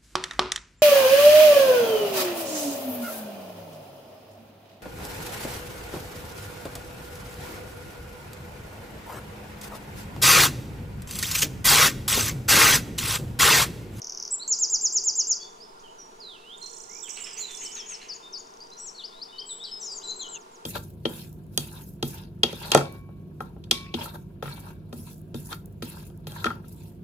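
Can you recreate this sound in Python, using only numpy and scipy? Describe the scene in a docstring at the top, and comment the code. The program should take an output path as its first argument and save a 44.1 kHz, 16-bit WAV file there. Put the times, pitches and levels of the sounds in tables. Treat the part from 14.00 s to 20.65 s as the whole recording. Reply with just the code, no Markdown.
"""Among bare branches a wren sings close by: a tick trill, a hook and eight loud down-slurs, with three faint ones much later.
Softer wren phrases follow on the left, thin twitters and a harsh chatter on the right, and mellow whistles farther off.
The singers are swept, nearly pure tones with a faint octave; the chatter is noise bursts through a broad throat.
Sparse decaying echoes scatter every note. Resonant noise makes a faint distant hum, which swells late and then drops."""
import sys
import numpy as np
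from scipy import signal
from scipy.fft import rfft, irfft
from scipy.io import wavfile
from scipy.ndimage import uniform_filter1d

SR = 44100
rng = np.random.default_rng(int(sys.argv[2]) if len(sys.argv) > 2 else 0)


def materialize(psi):
    """Save the field psi as 16-bit PCM at rate SR to the path in sys.argv[1].

    A 1-D psi becomes a single channel; in a 2-D psi each row is a channel.
    """
    bounded = np.clip(np.atleast_2d(psi).T, -1, 1)
    quanta = np.round(bounded * 32767).astype(np.int16)
    wavfile.write(sys.argv[1], SR, quanta)


N = 293265


def amp(db):
    """Decibel law: 20 dB is a tenfold amplitude."""
    return 10 ** (np.asarray(db) / 20)


def evened(x):
    """Normalization to unit root-mean-square."""
    return x / np.sqrt(np.mean(x ** 2) + 1e-20)


def colour(x, points):
    """Linear filtering: a spectrum of (f/Hz, level/dB) points, joined on a log-frequency axis."""
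    hz, db = np.transpose(points)
    bins = np.fft.rfftfreq(x.shape[-1], 1 / SR)
    gain = amp(np.interp(np.log(bins + 1), np.log(hz + 1), db))
    return irfft(rfft(x) * gain, x.shape[-1])


def noise(points):
    """Coloured noise: a white spectrum shaped by a filter, at unit strength."""
    return evened(colour(rng.standard_normal(N), points))


def level(curve):
    """Amplitude envelope: (t/s, level/dB) points joined by straight lines in dB."""
    return amp(np.interp(np.arange(N) / SR, *np.transpose(curve)))


def pan(db):
    """Interaural level difference: left minus right in dB, with the mean gain kept at one."""
    gains = amp([[db / 2], [-db / 2]])
    return gains / gains.mean()


def add(mix, s, sound):
    """Superposition: adds a sound in place, starting at s seconds."""
    part = mix[..., max(round(s * SR), 0):][..., :sound.shape[-1]]
    part += sound[..., :part.shape[-1]]


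def waver(count, size):
    """Random modulation: noise smoothed twice over size samples, at unit strength."""
    smooth = uniform_filter1d(rng.standard_normal(count), size)
    return evened(uniform_filter1d(smooth, size))


def background(apart=0.51):
    """Resonance of noise: a distant drone in a few bands, over a dull wash and a faint hiss."""
    # resonances of the drone: (f/Hz, width/Hz, relative level/dB, left-right/dB)
    resonances = [(231, 154, -68, 0), (367, 24, -67.5, -2), (417.4, 54, -62.5, 6.5), (465.2, 26, -67, 7),
                  (656, 59, -62, 6), (762, 70, -62, 5), (895.5, 52, -64, -15), (951, 34, -61, -2),
                  (1034, 150, -60, -7.5), (1110, 40, -69.5, -2.5), (1220, 65, -69.5, 6),
                  (1383, 17, -63.5, 5)]
    # course of drone and wash: (t/s, gain/dB)
    hum_level = [(0, 3), (1.3, 2.5), (2.5, 1.5), (3.2, 2.5), (5.7, 1.5), (5.96, 4.5), (6.37, 6),
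                 (6.41, 1.5)]
    # spectrum of the dull wash: (f/Hz, relative level/dB)
    wash_colour = [(10, 15), (45, -11.5), (100, -20), (170, -4.5), (550, -5.5), (1500, -8.5), (2500, -22.5),
                   (5000, -39)]
    # spectrum of the hiss: (f/Hz, relative level/dB)
    hiss_colour = [(900, -18), (1800, -4.5), (3000, -2.5), (6000, -5), (10000, -11), (15000, -22.5)]
    opposed_hz = 580  # resonances above this reach the two sides in opposite phase
    hz = np.fft.rfftfreq(N, 1 / SR)
    drone = np.zeros((2, N))
    for centre, width, db, side_db in resonances:
        response = 1 / (1 + (1.48 * (hz - centre) / width) ** 2)
        band = evened(irfft(rfft(rng.standard_normal(N)) * response, N))
        sides = np.array([band, np.sign(opposed_hz - centre) * band])
        drone += amp(db) * pan(side_db) * sides
    # one part of the wash is common to both sides, the other is independent
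    wash = noise(wash_colour) + apart * np.array([noise(wash_colour), noise(wash_colour)])
    hiss = np.array([noise(hiss_colour), noise(hiss_colour)])
    return level(hum_level) * (drone + amp(-61) * wash) + amp(-59.5) * hiss


def trees(x, near_db, far_db, near_t60, far_t60, same, echoes_per_s=4000):
    """Multiple scattering: nearby twigs scatter quickly and the wood rings on, with tails partly shared."""
    t = np.arange(SR) / SR
    taps = rng.standard_normal((3, SR)) * (rng.random((3, SR)) < echoes_per_s / SR)
    # same is the share of tail power that both sides hear alike
    taps = np.sqrt(same) * taps[2] + np.sqrt(1 - same) * taps[:2]
    onset = 1 - np.exp(-t / 0.0029)
    near = amp(near_db) * evened(amp(-60 * t / near_t60) * onset)
    far = amp(far_db) * evened(amp(-60 * t / far_t60) * onset)
    tail = evened(taps * np.hypot(near, far)) / np.sqrt(SR)  # unit energy
    tail *= np.hypot(amp(near_db), amp(far_db))
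    return x + signal.fftconvolve(x, tail, axes=1)[:, :N]


def trunks(x):
    """Specular reflection: a few distinct, dulled echoes from trunks and ground."""
    # single reflections: (delay t/s, gain)
    reflections = [(.0036, 0.19), (0.0106, 0.14), (.035, 0.14), (.047, 0.075)]
    # spectrum of the echoes: (f/Hz, level/dB)
    echo_colour = [(4500, 9), (5400, 2.5), (6400, -6), (7600, 2)]
    out, echo = x.copy(), colour(x, echo_colour)
    for delay, gain in reflections:
        add(out, delay, gain * echo)
    return out


def syrinx(hz, gain, jitter=0.0036, overtone_db=-45, attack_db=0, attack_s=0.0062):
    """Frequency modulation: a trembling, nearly pure tone; attack_db lifts its faint octave at the onset."""
    t = np.arange(len(hz)) / SR
    trembling_hz = hz * (1 + jitter * waver(len(hz), size=40))
    phase = 2 * np.pi * np.cumsum(trembling_hz) / SR
    octave = amp(overtone_db + attack_db * np.exp(-t / attack_s))
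    return np.sqrt(2) * gain * (np.sin(phase) + octave * np.sin(2 * phase))


def plain_note(s, length, first, last, db, soft_share=0.27, swell_db=2):
    """Gliding tone: start, pitch and gain of a whistle that swells as it settles on its last pitch."""
    u = np.linspace(0, 1, int(length * SR))
    pitch = last + (first - last) * (1 - u) ** 1.7  # fast at first, then settling
    gain = amp(db + swell_db * (u - .5)) * signal.windows.tukey(len(u), soft_share)
    return s, pitch, gain


def winding_note(curve, gain_db=0.5, fade_s=0.0047):
    """Piecewise-linear glide: start, pitch and gain of a whistle that follows its own curve."""
    s, hz, db = np.transpose(curve)
    t = np.arange(s[0], s[-1], 1 / SR)
    fade = np.minimum(np.minimum(t - s[0], s[-1] - t) / fade_s, 1)
    return s[0], np.interp(t, s, hz), amp(gain_db + np.interp(t, s, db)) * fade


def faint_chirps(db=-52, per_s=10, low_hz=4300, high_hz=6200, sweep=0.21, length_s=0.0204):
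    """Upward chirp: short, quiet notes at chance pitches, each gliding up, during the chatter."""
    out = np.zeros(N)
    times = np.arange(3.14, 4.05, 1 / per_s)
    for s, (late, height, slope) in zip(times, rng.random((len(times), 3))):
        hz = low_hz + (high_hz - low_hz) * height
        start = s + late / per_s / 2
        start, pitch, gain = plain_note(start, length_s, hz * (1 - sweep * slope), hz, db)
        add(out, start, syrinx(pitch, gain))
    return out


def whistles(wander=0.0077, flutter_db=0.5):
    """Slow modulation: whistles from several perches, a little unsteady in pitch and strength."""
    # where each perch lies and how bright its singer is: (left-right/dB, octave overtone level/dB)
    perches = {"right": (-5.5, -40), "middle": (-1.2, -28), "left": (3.4, -32), "far right": (-15, -24.5)}
    # plain whistles, by perch: (start t/s, length t/s, first f/Hz, last f/Hz, level/dB)
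    plain_rows = { "right": [(1.18, 0.068, 3480, 2750, -62), (1.392, 0.097, 3320, 3496, -54),
                  (1.6, 0.047, 4460, 5300, -48.5), (1.793, 0.013, 4020, 6820, -54),
                  (1.805, 0.47, 6720, 6730, -71), (1.836, 0.035, 3280, 3000, -55),
                  (1.876, .033, 2680, 3080, -57), (1.98, 0.057, 5950, 5630, -50),
                  (2.612, 0.042, 4096, 4144, -42), (2.657, .047, 4260, 4320, -50),
                  (2.88, 0.12, 1900, 2447, -59), (3.027, 0.051, 3780, 3030, -48),
                  (3.196, 0.038, 2815, 2930, -50), (3.401, 0.061, 4410, 3900, -41),
                  (3.478, 0.079, 3625, 3490, -46.5), (3.655, .043, 3050, 3003, -45.5),
                  (3.764, 0.074, 4020, 3100, -48.5)], "middle": [(.394, 0.04, 3730, 4220, -41.5),
                  (.42, 0.018, 4050, 4540, -39), (3.366, 0.071, 5620, 7210, -38.5),
                  (6.342, 0.039, 3120, 2644, -46), (6.35, .023, 3150, 3620, -50.5)],
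                  "left": [(1.399, 0.041, 4640, 4530, -44.5), (3.265, .08, 5550, 4940, -49.5),
                  (4.011, .022, 3760, 4330, -50.5), (4.225, 0.06, 3630, 3630, -50),
                  (4.602, 0.031, 4460, 4930, -46), (4.715, 0.023, 3750, 4170, -49.5),
                  (4.766, 0.077, 5970, 5720, -48), (4.945, .034, 4480, 4200, -50),
                  (4.977, .035, 4700, 3450, -42.5), (5.007, 0.0236, 3580, 2890, -50),
                  (5.323, 0.062, 2940, 3010, -49), (5.384, 0.048, 3040, 3186, -44),
                  (5.488, 0.0466, 4170, 3520, -42), (5.596, 0.07, 3320, 4030, -41),
                  (5.636, 0.025, 5650, 4350, -38), (5.651, .047, 3850, 3020, -49.5),
                  (5.712, 0.039, 5260, 5100, -37.5), (6.015, .025, 2590, 4100, -51)],
                  "far right": [(3.022, .027, 8100, 7240, -38.5), (3.215, 0.015, 7420, 7400, -37.5),
                  (3.241, 0.013, 5200, 5450, -39.5), (3.332, 0.0148, 8130, 7600, -42.5),
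                  (3.375, .06, 6730, 7290, -38.5), (3.71, .025, 4730, 6000, -47)]}
    # long winding whistles, by perch, one curve each: (t/s, f/Hz, relative level/dB)
    winding_curves = { "right": [[(2.2, 5170, -47), (2.238, 4110, -47), (2.302, 3690, -46.5),
                      (2.374, 2615, -58), (2.406, 2837, -66), (2.42, 2596, -61.5), (2.518, 3270, -46.5),
                      (2.538, 3655, -45.5), (2.557, 3650, -46)]], "left": [[(5.457, 8020, -51),
                      (5.471, 7650, -47.5), (5.495, 7890, -42.5), (5.525, 7800, -40), (5.555, 7660, -49)],
                      [(5.808, 6300, -43), (5.836, 5630, -36), (5.862, 5540, -51), (5.878, 5250, -38),
                      (5.902, 4833, -41), (5.945, 4610, -39)], [(6.03, 4060, -48), (6.06, 3970, -37.5),
                      (6.094, 3995, -37), (6.125, 4220, -39.5)], [(6.19, 4230, -48), (6.206, 4070, -36),
                      (6.22, 3400, -44), (6.256, 3020, -45.5), (6.272, 2970, -42)]]}
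    out = np.zeros((2, N))
    drift = 1 + wander * waver(N, size=260)
    flutter = amp(flutter_db * waver(N, size=200))
    for perch, (side_db, overtone_db) in perches.items():
        notes = [plain_note(*row) for row in plain_rows[perch]]
        notes += [winding_note(curve) for curve in winding_curves.get(perch, [])]
        for s, pitch, gain in notes:
            now = int(s * SR) + np.arange(len(pitch))
            tone = syrinx(pitch * drift[now], gain * flutter[now], jitter=0.0067, overtone_db=overtone_db)
            add(out, s, pan(side_db) * tone)
    return out


def chatter(rise_s=0.02, grain_db=3):
    """Source and filter: hoarse, grainy bursts of noise through a broad throat."""
    # bursts: (start t/s, level/dB)
    bursts = [(3.067, -47.5), (3.162, -44), (3.253, -45), (3.363, -46.5), (3.484, -48), (3.603, -46),
              (3.752, -45.5), (3.893, -46), (4.008, -47)]
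    # resonance of the throat: (f/Hz, relative level/dB)
    throat = [(900, -13), (1600, -5.5), (2200, 0), (2700, 6.5), (3200, -0.5), (4200, -11.5), (6500, -6),
              (9000, -16), (15000, -37)]
    gain = np.zeros(N)
    u = np.arange(SR // 2) / SR / rise_s
    pulse = (u * np.exp(1 - u)) ** 2  # peaks at one after rise_s
    for s, db in bursts:
        add(gain, s, amp(db) * pulse)
    grain = evened(amp(grain_db * waver(N, size=120)))
    return gain * noise(throat) * grain


def rasp(per_s=190, low_hz=6400, high_hz=8400, sweep=0.132, spread_db=3.0, overtone_db=-19):
    """Granular sound: bursts of tiny squeaks, each sweeping up or down; a burst swells and fades."""
    # scratchy bursts between the twitters: (start t/s, length t/s, relative level/dB)
    bursts = [(3.059, 0.062, -44), (3.215, 0.055, -46), (3.32, .04, -49), (3.467, 0.13, -42),
              (3.612, 0.067, -33.5), (3.732, 0.055, -48), (3.878, 0.059, -44)]
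    # spectrum of the squeaks: (f/Hz, level/dB)
    squeak_colour = [(3500, -15), (5200, -10), (7500, 1.5), (8900, 2), (10000, 18), (14300, -3),
                     (15800, -12)]
    out = np.zeros(N)
    for start, length, burst_db in bursts:
        times = np.arange(0, length, 1 / per_s)
        for s, (late, span, height, slope, size) in zip(times, rng.random((len(times), 5))):
            u = np.linspace(-1, 1, int((0.0038 + 0.00575 * span) * SR))
            centre_hz = low_hz + (high_hz - low_hz) * height
            hz = centre_hz * (1 + sweep * np.sign(slope - .5) * u)
            swell = np.sin(np.pi * s / length)
            gain = amp(burst_db + spread_db * (2 * size - 2.5)) * swell * np.cos(np.pi * u / 2)
            add(out, start + s + (late - 1) / per_s, syrinx(hz, gain, overtone_db=overtone_db))
    return colour(out, squeak_colour)


def beads():
    """Amplitude modulation: a slowly rising tone chopped into tiny pips."""
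    # trills: (start t/s, length t/s, first f/Hz, last f/Hz, level/dB, beads per s)
    trills = [(5.124, 0.1, 3510, 4160, -49, 110), (5.284, 0.11, 3570, 3830, -51, 97)]
    out = np.zeros(N)
    for s, length, first, last, db, rate in trills:
        t = np.arange(int(length * SR)) / SR
        gain = amp(db) * np.sin(np.pi * rate * t) ** 2
        add(out, s, syrinx(np.linspace(first, last, len(t)), gain))
    return out


def song(phrases, jitter, overtone_db, attack_db, sag=0):
    """Periodic repetition: each phrase repeats one syllable; growth drifts the pace, sag lowers the pitch."""
    # syllable shapes: (share of the length, f/Hz, relative level/dB)
    shapes = { "tick": [(0, 7100, -9), (.55, 5800, 0), (1, 4400, -8)], "hook": [(0, 6770, -15),
              (.2, 7920, -4), (.4, 8010, -1), (.75, 7240, -0.5), (1, 7220, -12)], "slur": [(0, 5400, -12),
              (.04, 6750, -8.5), (.09, 7450, -10.5), (.19, 7620, -11.5), (.33, 7290, -10),
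              (.56, 6860, -1.5), (.68, 6300, 0), (.8, 5350, -3.5), (.91, 4880, -10.5), (1, 4560, -21)],
              "chip": [(0, 8020, -7), (.5, 5960, -5.5), (1, 5200, -7.5)], "tip": [(0, 8400, 1),
              (1, 7440, 5)], "flick": [(0, 6450, -7), (.6, 7430, -6), (1, 9460, -5)],
              "droop": [(0, 5870, -6), (.1, 6770, -5.5), (.4, 6640, 0), (.72, 6280, -1), (.88, 5450, 2),
              (1, 5060, -1)], "scoop": [(0, 6500, -17), (.2, 5250, -0.5), (.48, 4366, -4.5),
              (.63, 4960, -4), (.74, 7100, -14.5), (.88, 6840, -8.5), (1, 6330, -9.5)],
              "arch": [(0, 6200, -11), (.15, 7560, -6), (.35, 8070, -3.5), (.72, 7300, -1.5),
              (.88, 5800, 1), (1, 5300, -2)], "rise": [(0, 4220, -5), (.4, 4730, 0), (.8, 5300, -3.5),
              (1, 6050, -23)], "sigh": [(0, 6040, -29), (.12, 7800, -8.5), (.4, 7420, -14.5),
              (.7, 7190, -3.5), (.92, 6400, -5), (1, 6280, 4.5)]}
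    # chance spread in strength between repeats of the quick syllables: level/dB
    uneven_db = {"tick": 1.6, "chip": 1.4, "tip": 1.8, "flick": 2.2}
    out = np.zeros(N)
    for name, count, start, period, growth, length, level_db in phrases:
        share, hz, db = np.transpose(shapes[name])
        u = np.linspace(0, 1, int(length * SR))
        pitch = uniform_filter1d(np.interp(u, share, hz), len(u) // 10, mode="nearest")
        fade = signal.windows.tukey(len(u), .004 / length)  # 2 ms at each end
        gain = amp(level_db + np.interp(u, share, db)) * fade
        for repeat in range(count):
            s = start + repeat * (period + growth * (repeat - 1) / 2)
            strength = amp(uneven_db.get(name, 0) * rng.standard_normal())
            note = syrinx(pitch * (1 - sag * repeat), strength * gain, jitter, overtone_db, attack_db)
            add(out, s, note)
    return out


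def twitter():
    """Rapid repetition: thin chips and flicks on the right, with scratchy bursts between."""
    # phrases: (syllable, repeats, start t/s, period t/s, growth of the period t/s,
    # syllable length t/s, relative level/dB)
    phrases = [ ("flick", 4, 2.574, 0.031, 0, 0.015, -46.5), ("flick", 4, 2.707, .035, 0, .012, -40.5),
               ("chip", 7, 2.624, .0349, 0, 0.011, -37.5), ("chip", 7, 2.892, 0.018, 0, 0.014, -36.5),
               ("tip", 7, 3.1, .0167, 0, 0.0078, -45), ("chip", 2, 3.09, .012, 0, .012, -30.5),
               ("flick", 2, 3.203, 0.035, 0, .012, -36), ("chip", 2, 3.309, .02, 0, .008, -40),
               ("chip", 2, 3.507, 0.0045, 0, .005, -34.5), ("chip", 2, 3.547, 0.023, 0, 0.0082, -34),
               ("chip", 1, 3.75, 0, 0, 0.0079, -32.5)]
    return pan(db=-12.0) * (song(phrases, jitter=0.0085, overtone_db=-29, attack_db=8) + rasp())


def far_wren():
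    """Repeated frequency sweeps: the softer wren phrases on the left, with beaded trills."""
    # phrases: (syllable, repeats, start t/s, period t/s, growth of the period t/s,
    # syllable length t/s, relative level/dB)
    phrases = [ ("droop", 3, 3.574, .142, 0, .1, -39.5), ("scoop", 2, 4.083, .241, 0, .085, -34),
               ("tick", 11, 4.47, 0.033, 0, .007, -49), ("arch", 1, 4.78, 0, 0, .12, -39.5),
               ("rise", 3, 5.037, 0.178, -.011, 0.029, -34.5),
               ("sigh", 5, 5.793, 0.1174, .003, 0.081, -34.5)]
    return pan(db=5.5) * (song(phrases, jitter=0.0055, overtone_db=-44, attack_db=8) + beads())


def wren():
    """Direct sound and early reflections: the near wren in the centre, its pitch sagging along a series."""
    # phrases: (syllable, repeats, start t/s, period t/s, growth of the period t/s,
    # syllable length t/s, relative level/dB)
    phrases = [ ("tick", 11, .0166, .0259, 0, 0.0064, -29.5), ("hook", 1, .305, 0, 0, 0.054, -25.5),
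               ("slur", 8, 0.4765, 0.10983, .0011, .071, -19), ("slur", 3, 6.228, .143, 0, .061, -54)]
    return pan(db=0.0) * trunks(song(phrases, jitter=0.0018, overtone_db=-43.5, attack_db=23, sag=0.00227))


def scene():
    """Superposition: the background, the distant singers and the near wren, each group with its own scattering."""
    mellow = whistles() + pan(db=-10) * faint_chirps()
    harsh = pan(db=-4.5) * chatter()
    distant = trees(mellow, near_db=-4.5, far_db=-7, near_t60=0.26, far_t60=0.98, same=0.83)
    distant += trees(harsh, near_db=-24, far_db=1.0, near_t60=0.43, far_t60=0.93, same=0.6)
    distant += trees(twitter(), near_db=-5.5, far_db=-2.5, near_t60=.2, far_t60=0.43, same=0.11,
                     echoes_per_s=500)
    distant += trees(far_wren(), near_db=-10, far_db=-11, near_t60=0.22, far_t60=0.72, same=0.87)
    # the layer of distant singers, with its echoes, is cut off at 6.38 s
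    distant *= np.clip((6.38 - np.arange(N) / SR) / 0.0022, 0, 1)
    close = trees(wren(), near_db=-7.5, far_db=-14, near_t60=0.19, far_t60=0.58, same=0.65, echoes_per_s=450)
    return background() + distant + close


def record(dry):
    """Band limitation: a linear-phase low-pass filter at 15750 Hz."""
    low_pass = signal.firwin(511, 15750, window=("kaiser", 9), fs=SR)
    return signal.oaconvolve(dry, low_pass[None], "same")


dry = scene()
out = record(dry)
materialize(out)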